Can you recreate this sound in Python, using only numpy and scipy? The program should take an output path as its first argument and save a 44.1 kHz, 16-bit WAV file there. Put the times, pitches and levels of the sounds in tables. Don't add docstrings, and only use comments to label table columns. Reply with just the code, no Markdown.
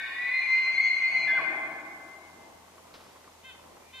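import sys
import numpy as np
from scipy import signal
from scipy.fft import rfft, irfft, next_fast_len
from scipy.io import wavfile
from scipy.ndimage import map_coordinates

SR = 44100
rng = np.random.default_rng(int(sys.argv[2]) if len(sys.argv) > 2 else 0)


def volts_from_db(level):
    exponent = np.asarray(level, float) / 20
    return 10 ** exponent


def dump(signal):
    limited = np.clip(np.atleast_2d(signal).T, -1, 1)
    pcm = np.round(limited * 32767).astype(np.int16)
    wavfile.write(sys.argv[1], SR, pcm)


N = 176400
LEAD_S = 0.8
M = N + round(LEAD_S * SR)
T = np.arange(M) / SR - LEAD_S
EDGE_S = 0.018


def unit(x):
    return x / np.sqrt(np.mean(x ** 2) + 1e-20)


def along(points, hz):
    f, v = np.transpose(points)
    return np.interp(np.log(hz + 1), np.log(f + 1), v)


def curves(rows):
    s, *cols = np.transpose(rows)
    return [np.interp(T, s, c) for c in cols]


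def wobble(rate):
    coarse = np.arange(0, M + 64, 64)
    knots = rng.standard_normal(600)
    return np.interp(np.arange(M), coarse, map_coordinates(knots, [coarse * rate / SR]))


def gate(s, length, edge):
    nearest_end = np.minimum(T - s, s + length - T)
    return np.sin(np.pi / 2 * np.clip(nearest_end / edge, 0, 1)) ** 2


def filtered(x, response):
    m = next_fast_len(M + SR // 2)
    return irfft(rfft(x, m) * response(np.fft.rfftfreq(m, 1 / SR)), m)[..., :M]


def resonate(x, peaks):
    def response(f):
        total = 0
        for center, width, db in peaks:
            damping = 1.5j * f * width
            total = total + volts_from_db(db) * (damping / (center ** 2 - f ** 2 + damping)) ** 2
        return total
    return filtered(x, response)


def tone(hz, overtones_db, lift_db=0):
    jitter_hz, shimmer_db, overtone_fade_db = 3, 1.5, 2.5
    phase = 2 * np.pi * np.cumsum(hz + jitter_hz * wobble(40.01)) / SR
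    upper = sum(volts_from_db(db) * np.sin((k + 2) * phase) for k, db in enumerate(overtones_db[1:]))
    upper = upper * volts_from_db(lift_db + overtone_fade_db * wobble(7.6))
    return volts_from_db(3 + shimmer_db * wobble(30.58)) * (volts_from_db(overtones_db[0]) * np.sin(phase) + upper)


# [t/s, f/Hz]
WHISTLE_PITCH = [(-.3, 1767), (-.05, 1830), (0.0, 1850), (.12, 1915), (.3, 2000), (.355, 2068), (.7, 2074),
                 (0.774, 2084), (1.0, 2075), (1.261, 2068)]
# [t/s, level/dB]
WHISTLE_LEVEL = [(0.0, -43), (.12, -44.5), (0.24, -32), (.32, -29.5), (.37, -26), (.46, -37.5),
                 (.51, -23.5), (.57, -22), (.635, -39.5), (.68, -24), (.725, -34.5), (.76, -33),
                 (.82, -28.5), (.87, -22.5), (0.915, -41), (.975, -37.5), (1.02, -27.5), (1.06, -26),
                 (1.1, -35), (1.135, -26.5), (1.21, -25.5), (1.255, -33.5)]
# [t/s, level/dB]
SECOND_PARTIAL = [(.3, -61), (.36, -47), (.46, -56), (.53, -41.5), (.57, -57), (.65, -40), (.69, -50.5),
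                  (.73, -41), (.79, -48.5), (.85, -39), (.9, -56.5), (.94, -44.5), (1.02, -40.5),
                  (1.08, -62), (1.13, -50), (1.17, -43), (1.22, -53), (1.26, -40)]
FLIP_PARTIALS = [-0.5, -18.5, -34.5]
GLIDE_DULL_DB, THIRD_DB = -6.5, -19
ROUGH_HZ = 5.5


def whistle():
    pitch, level_db = curves(WHISTLE_PITCH)[0], curves(WHISTLE_LEVEL)[0]
    first = tone(pitch, [0]) * volts_from_db(level_db)
    glide_db = level_db + FLIP_PARTIALS[1] + GLIDE_DULL_DB
    upper_db = np.where(T < SECOND_PARTIAL[0][0], glide_db, curves(SECOND_PARTIAL)[0])
    third = tone(3 * pitch, [THIRD_DB]) * gate(SECOND_PARTIAL[1][0], 1, EDGE_S)
    upper = volts_from_db(upper_db) * (tone(2 * pitch, [0]) + third)
    return (first + upper) * gate(-1, 2.262, EDGE_S)


# [t/s, length/s, f/Hz, level/dB, overtone
# lift/dB]
MODE_FLIPS = [(-.4, 0.5, 1767, -47.5, 5), (-.3, 0.39, 1547, -47.5, -26), (-0.1, 0.18, 2232, -43, -23.5),
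              (0.257, 0.054, 2203, -35, -24.5), (0.366, 0.13, 2180, -41.5, -23.5),
              (.3, 0.19, 1996, -41, -23), (0.727, 0.032, 2190, -37, 8.5), (0.765, 0.135, 2183, -30.5, -1),
              (0.768, 0.063, 2120, -25.5, -18), (0.843, 0.064, 2120, -29, -17.5),
              (0.9, 0.12, 2121, -33, -21.5), (0.88, .17, 2162, -38.5, -2), (1.064, 0.13, 2200, -37.5, 3),
              (1.204, 0.19, 2188, -38, -4.5), (1.257, 0.14, 2070, -27.5, -21.5),
              (1.373, 0.071, 2060, -40, -21), (0.066, 0.64, 1061, -56.5, -27.5),
              (0.709, 0.21, 3380, -61.5, -33), (1.302, 0.052, 3366, -51, -34),
              (0.094, 0.099, 2447, -45, -30), (0.2, 0.19, 2457, -41.5, -28),
              (0.409, 0.068, 2420, -33, -30.5), (0.506, 0.35, 2426, -45.5, -22.5),
              (1.08, .32, 667.6, -52.5, -30), (1.216, .05, 2380, -37.5, -29),
              (1.282, 0.082, 1555, -37.5, -33.5), (1.268, 0.07, 1720, -35, 1.5)]


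def flips():
    out = np.zeros(M)
    for s, length, hz, db, lift_db in MODE_FLIPS:
        out += tone(hz + ROUGH_HZ * wobble(60), FLIP_PARTIALS, lift_db) * volts_from_db(db) * gate(s, length, EDGE_S)
    return out


# [t/s, f/Hz, level/dB, overtone lift/dB]
WHISTLE_FALL = [
    (1.338, 1640, -46, -12),
    (1.355, 1570, -33, -18),
    (1.367, 1545, -38, -22),
    (1.377, 1515, -26, -22),
    (1.385, 1350, -44, -22),
    (1.391, 1160, -38, -22),
    (1.4, 1095, -30, -22),
    (1.412, 1000, -42, -22),
    (1.42, 700, -46, -22),
    (1.432, 300, -42, -22),
]
FALL_PARTIALS = [0, -19, -45]


def fall():
    hz, db, lift_db = curves(WHISTLE_FALL)
    start, end = WHISTLE_FALL[0][0], WHISTLE_FALL[-1][0]
    falling = tone(hz + 2 * ROUGH_HZ * wobble(90), FALL_PARTIALS, lift_db)
    return falling * volts_from_db(db) * gate(start, end - start, EDGE_S / 2)


# [f/Hz, width/Hz, level/dB]
WINDPIPE = [(345, 140, -29.5), (762, 157, -21), (1100, 39, -12), (1550, 300, -19.5), (1965, 14, -14.5),
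            (2206, 73, -2), (2439, 35, -0.5), (2660, 53, -17), (2899, 38, -14.5), (3390, 120, -29),
            (4406, 74, -24), (4840, 220, -31)]
# [f/Hz, width/Hz, level/dB]
LOW_WINDPIPE = [(1538, 48, -4.5), (1760, 69, -3), (1830, 99, -1), (3560, 90, -8), (3792, 35, -6.5)]
# [t/s, level/dB]
AIRFLOW = [(-.8, -43.5), (-.1, -51.5), (-0.41, -47), (0.71, -43.5), (-0.34, -45.5), (.8, -45.5),
           (1.1, -44.5), (1.42, -43), (1.45, -73)]
LOW_AIR_DB, LOW_AIR_FADE_DB_PER_S, AIR_GUST_DB = -47, 32, 2.2


def breath():
    gusts = rng.standard_normal(M) * volts_from_db(AIR_GUST_DB * wobble(14))
    air = unit(resonate(gusts, WINDPIPE)) * volts_from_db(curves(AIRFLOW)[0])
    low_db = LOW_AIR_DB - LOW_AIR_FADE_DB_PER_S * np.abs(T)
    low_air = unit(resonate(rng.standard_normal(M), LOW_WINDPIPE)) * volts_from_db(low_db)
    return (air + low_air) * (T < AIRFLOW[-1][0])


# [f/Hz, width/Hz, level/dB]
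ROAR_THROAT = [(190, 50, -9), (294, 80, -3), (668, 60, 2), (788, 70, 4), (1075, 120, 0), (1250, 60, -6),
               (1545, 130, -4), (1785, 50, -3), (3300, 200, -19)]
# [t/s, pulse rate f/Hz, level/dB]
ROAR_COURSE = [
    (1.05, 170, -79),
    (1.11, 168, -51),
    (1.3, 154, -52),
    (1.449, 147, -43),
    (1.546, 130, -49.5),
    (1.619, 105, -50.5),
    (1.747, 174, -66.5),
]
ROAR_NOISE = 0.7
CHEST_DB, CHEST_S, CHEST_LENGTH_S = -59, 1.1, 0.33


def roar():
    rate, db = curves(ROAR_COURSE)
    cycle = np.cumsum(rate * (1 + 0.0601 * wobble(60))) / SR
    pulses = np.diff(np.floor(cycle), prepend=0) * volts_from_db(0.44 * wobble(98))
    gated = rng.standard_normal(M) * (0.24 + np.cos(np.pi * cycle) ** 2)
    voice = (1 - ROAR_NOISE) * unit(pulses) + ROAR_NOISE * unit(gated)
    chest = volts_from_db(CHEST_DB + 1.4 * wobble(18.0)) * np.sin(2 * np.pi * cycle)
    chest = chest * gate(CHEST_S, CHEST_LENGTH_S, 2 * EDGE_S)
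    start, end = ROAR_COURSE[0][0], ROAR_COURSE[-1][0]
    hoarse = unit(resonate(voice, ROAR_THROAT)) * volts_from_db(db + 2.6 * wobble(11))
    return chest + hoarse * gate(start, end - start, EDGE_S)


# [f/Hz, T60/s]
FOREST_T60 = [(150, 3.3), (700, 3.09), (2100, 1.64), (4200, 0.75), (8000, 0.42)]
# [f/Hz, level/dB]
FOREST_LEVEL = [(150, -10), (300, -2.5), (2100, -3.5), (4200, -1), (8000, -3)]
# [f/Hz, likeness 0-1]
FOREST_ALIKE = [(200, 1), (600, 1), (2000, 0.26), (4000, 0.13)]
ECHO_RISE_S = 0.012


def forest(x):
    hz, t, z = signal.stft(rng.standard_normal((2, 2 * SR)), SR, nperseg=256)
    t60 = along(FOREST_T60, hz)[:, None]
    decay = volts_from_db(along(FOREST_LEVEL, hz)[:, None] - 60 * t / t60)
    z = z * decay * (1 - np.exp(-t / ECHO_RISE_S)) / np.sqrt(t60)
    scale = 2.7 / np.linalg.norm(signal.istft(z[0], SR, nperseg=256)[1])
    angle = np.arccos(np.clip(along(FOREST_ALIKE, hz), 0, 1))[:, None] / 2
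    mid, side = np.cos(angle) * z[0], np.sin(angle) * z[1]
    tail = signal.istft(np.array([mid + side, mid - side]), SR, nperseg=256)[1]
    return signal.fftconvolve(x[None], scale * tail, axes=1)[:, :M]


# [t/s, length/s, f/Hz, level/dB]
SLOPE_RETURNS = [
    (1.419, 0.21, 2200, -39.5),
    (1.55, 0.14, 2068, -36),
    (1.686, 0.16, 2190, -49),
    (1.875, .12, 2195, -51),
    (2.02, 0.19, 2067, -52.5),
    (2.2, 0.13, 2193, -58.5),
    (1.478, 0.09, 1795, -41),
    (1.5, .26, 4140, -69),
    (2.2, .37, 2064, -62),
]


def slope():
    sides = []
    for side in range(2):
        late = np.zeros(M)
        for s, length, hz, db in SLOPE_RETURNS:
            late += tone(hz + ROUGH_HZ * wobble(30.2), [db]) * gate(s, length, 0.04)
        sides.append(late)
    return np.array(sides)


# [t/s, level/dB]
HOOF_STEPS = [
    (2.752, -45),
    (2.781, -41.5),
    (3.158, -42),
    (3.242, -41),
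    (3.275, -39.5),
    (3.335, -65),
    (3.594, -49),
    (3.639, -42.5),
    (3.768, -41),
    (3.822, -43),
]
# [f/Hz, width/Hz, level/dB]
LITTER = [(424, 560, -2.7), (995, 310, 0.69)]
THUD_S, THUD_DB = 0.02, -9
RUSTLE_RATE, RUSTLE_DB, RUSTLE_SPREAD_DB = 400, -63.5, -0.5


def hooves():
    env = sum(volts_from_db(db - 60 * np.abs(T - s) / (3 * THUD_S)) * (T > s) for s, db in HOOF_STEPS)
    thuds = unit(resonate(env * rng.standard_normal(M), LITTER))
    thuds = volts_from_db(THUD_DB) * thuds * np.sqrt(np.mean(env ** 2))
    grains = rng.random(M) < RUSTLE_RATE / SR * volts_from_db(3 * wobble(5))
    sizes = volts_from_db(RUSTLE_SPREAD_DB * np.minimum(rng.exponential(size=M), 2))
    grains = grains * rng.uniform(-1.4, 1, M) * sizes
    rustle = volts_from_db(RUSTLE_DB + 0.53 * wobble(8.5)) * unit(resonate(grains, LITTER))
    return thuds + rustle


# [f/Hz, level/dB]
TWIG_COLOR = [(200, -7), (400, -1.5), (1200, -4), (5200, -7), (7000, -26)]
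TWIG_S, TWIG_DB, TWIG_T60 = 2.94, -55, 1.3
SNAP_DB, SNAP_T60 = 2, 0.08


def twig():
    crackle = rng.standard_normal(M) * volts_from_db(1.1 * wobble(70))
    crunch = unit(filtered(crackle, lambda f: volts_from_db(along(TWIG_COLOR, f))))
    since = np.abs(T - TWIG_S)
    env = volts_from_db(-60 * since / TWIG_T60) + volts_from_db(SNAP_DB - 60 * since / SNAP_T60)
    return crunch * volts_from_db(TWIG_DB) * env * (T > TWIG_S)


# [t/s, length/s, top pitch f/Hz, level/dB, brightest f/Hz]
BIRD_NOTES = [
    (3.424, 0.108, 524, -51, 2850),
    (3.916, 0.112, 523, -48.5, 3250),
]
# [f/Hz, width/Hz, level/dB]
FAR_VOICE = [(2350, 150, 0), (2050, 100, -4)]
FAR_CALL_S, FAR_CALL_DB = 3.72, -62
BIRD_DIP, BIRD_PEAK_AT, BIRD_BEND = 0.16, 0.36, 2.6
BIRD_WIDTH_HZ, BIRD_LOW_DB, BIRD_TOP_HZ = 870, -10.5, 3900
BIRD_ECHO_S, BIRD_ECHO_T60, BIRD_ECHO_DB = 0.03, 0.35, -1


def bird():
    out = np.zeros(M)
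    for s, length, top_hz, db, bright_hz in BIRD_NOTES:
        u = np.clip((T - s) / length, 0, 1)
        rising, falling = 1 - u / BIRD_PEAK_AT, (u - BIRD_PEAK_AT) / (1 - BIRD_PEAK_AT)
        bend = np.where(u < BIRD_PEAK_AT, rising, falling)
        hz = top_hz * (1 - BIRD_DIP * bend ** BIRD_BEND)
        phase = 2 * np.pi * np.cumsum(hz) / SR
        note = np.zeros(M)
        for k in range(2, 10):
            nasal = volts_from_db(-6 * ((k * hz - bright_hz) / BIRD_WIDTH_HZ) ** 2) + volts_from_db(BIRD_LOW_DB) * (k < 5)
            flutter = volts_from_db(1.24 * wobble(44) - 5.3 * (k * top_hz > BIRD_TOP_HZ))
            note += nasal * flutter * np.cos(k * phase)
        out += volts_from_db(db) * note * gate(s, length, 0.036)
    t = np.arange(SR // 2) / SR
    tail = rng.standard_normal((2, len(t))) * volts_from_db(-60 * t / BIRD_ECHO_T60) * (t > BIRD_ECHO_S)
    echo = signal.fftconvolve(out[None], tail / np.linalg.norm(tail[0]), axes=1)[:, :M]
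    echo = filtered(echo, lambda f: 1j * f / (2000 + 1j * f))
    far = unit(resonate(rng.standard_normal(M), FAR_VOICE)) * gate(FAR_CALL_S, 1, 0.22)
    return out + volts_from_db(FAR_CALL_DB) * far + volts_from_db(BIRD_ECHO_DB) * echo


# [f/Hz, level/dB]
LEAF_COLOR = [(18, -44), (30, -7), (71, -9.5), (242, 2), (291, -1), (596, 2.5), (935, 3), (1440, -11),
              (4000, -35.5), (5200, -47), (8800, -120)]
# [f/Hz, likeness 0-1]
LEAF_ALIKE = [(25, 0.65), (60, 1), (100, 1), (600, 0.099), (3000, 0.55)]
LEAVES_DB, LEAF_GUST_DB = -57, 1.8


def leaves():
    def spread(hz):
        angle = np.arccos(np.clip(along(LEAF_ALIKE, hz), -1, 1)) / 2
        return volts_from_db(along(LEAF_COLOR, hz)) * [np.cos(angle), np.sin(angle)]
    mid, side = filtered(rng.standard_normal((2, M)), spread)
    return volts_from_db(LEAVES_DB + LEAF_GUST_DB * wobble(4.63)) * unit(np.array([mid + side, mid - side]))


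# [f/Hz, level/dB]
HISS_COLOR = [(1180, -20.5), (2000, -3), (2120, -5.5), (4480, -9.5), (4760, -10), (6370, -9.5),
              (15600, -18.5)]
HISS_DB = -59


def hiss():
    noise = filtered(rng.standard_normal((2, M)), lambda hz: volts_from_db(along(HISS_COLOR, hz)))
    return volts_from_db(HISS_DB + 0.13 * wobble(5.3)) * unit(noise)


HUM_HZ, HUM_DB, HUM_WANDER_HZ = 82.3, -70.5, 2.4


def hum():
    phase = 2 * np.pi * np.cumsum(HUM_HZ + HUM_WANDER_HZ * wobble(12.0)) / SR
    return volts_from_db(HUM_DB + 2.5 + 1.8 * wobble(7.8)) * np.sin(phase)


ELK_PAN_DB, ECHO_PAN_DB = 1, 3
WHISTLE_ECHO_DB, ECHO_DB = -11, -5
LEFT_LAG_S, LAG_TOP_HZ = 4 / SR, 3000
TOP_HZ, TOP_SHELF_HZ, TOP_SHELF_DB = 15700, 14500, -11.5


def pan(db):
    return volts_from_db([[db / 2], [-db / 2]])


def scene():
    throat, air = roar(), breath()
    call = whistle() + flips() + fall()
    elk = pan(ELK_PAN_DB) * (call + air) + pan(1.6) * throat
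    echo = forest(volts_from_db(WHISTLE_ECHO_DB) * call + volts_from_db(ECHO_DB) * (air + throat))
    late = slope()
    late = 0.62 * late[0] + [[0.5], [-0.5]] * late[1]
    ground = pan(1) * (bird() + hooves() + twig())
    around = pan(ECHO_PAN_DB) * (echo + late) + ground + leaves() + hiss() + hum()
    left = filtered(around[0], lambda hz: np.exp(-2j * np.pi * LEFT_LAG_S * hz * (hz < LAG_TOP_HZ)))
    mix = elk + np.array([left, around[1]])
    top = filtered(mix, lambda hz: (hz < TOP_HZ) * volts_from_db(TOP_SHELF_DB * (hz > TOP_SHELF_HZ)))
    return top[:, M - N:]


def top_cut(x):
    return signal.sosfilt(signal.butter(12, 15700, fs=SR, output="sos"), x)


def record(dry):
    return top_cut(dry)


dry = scene()
out = record(dry)
dump(out)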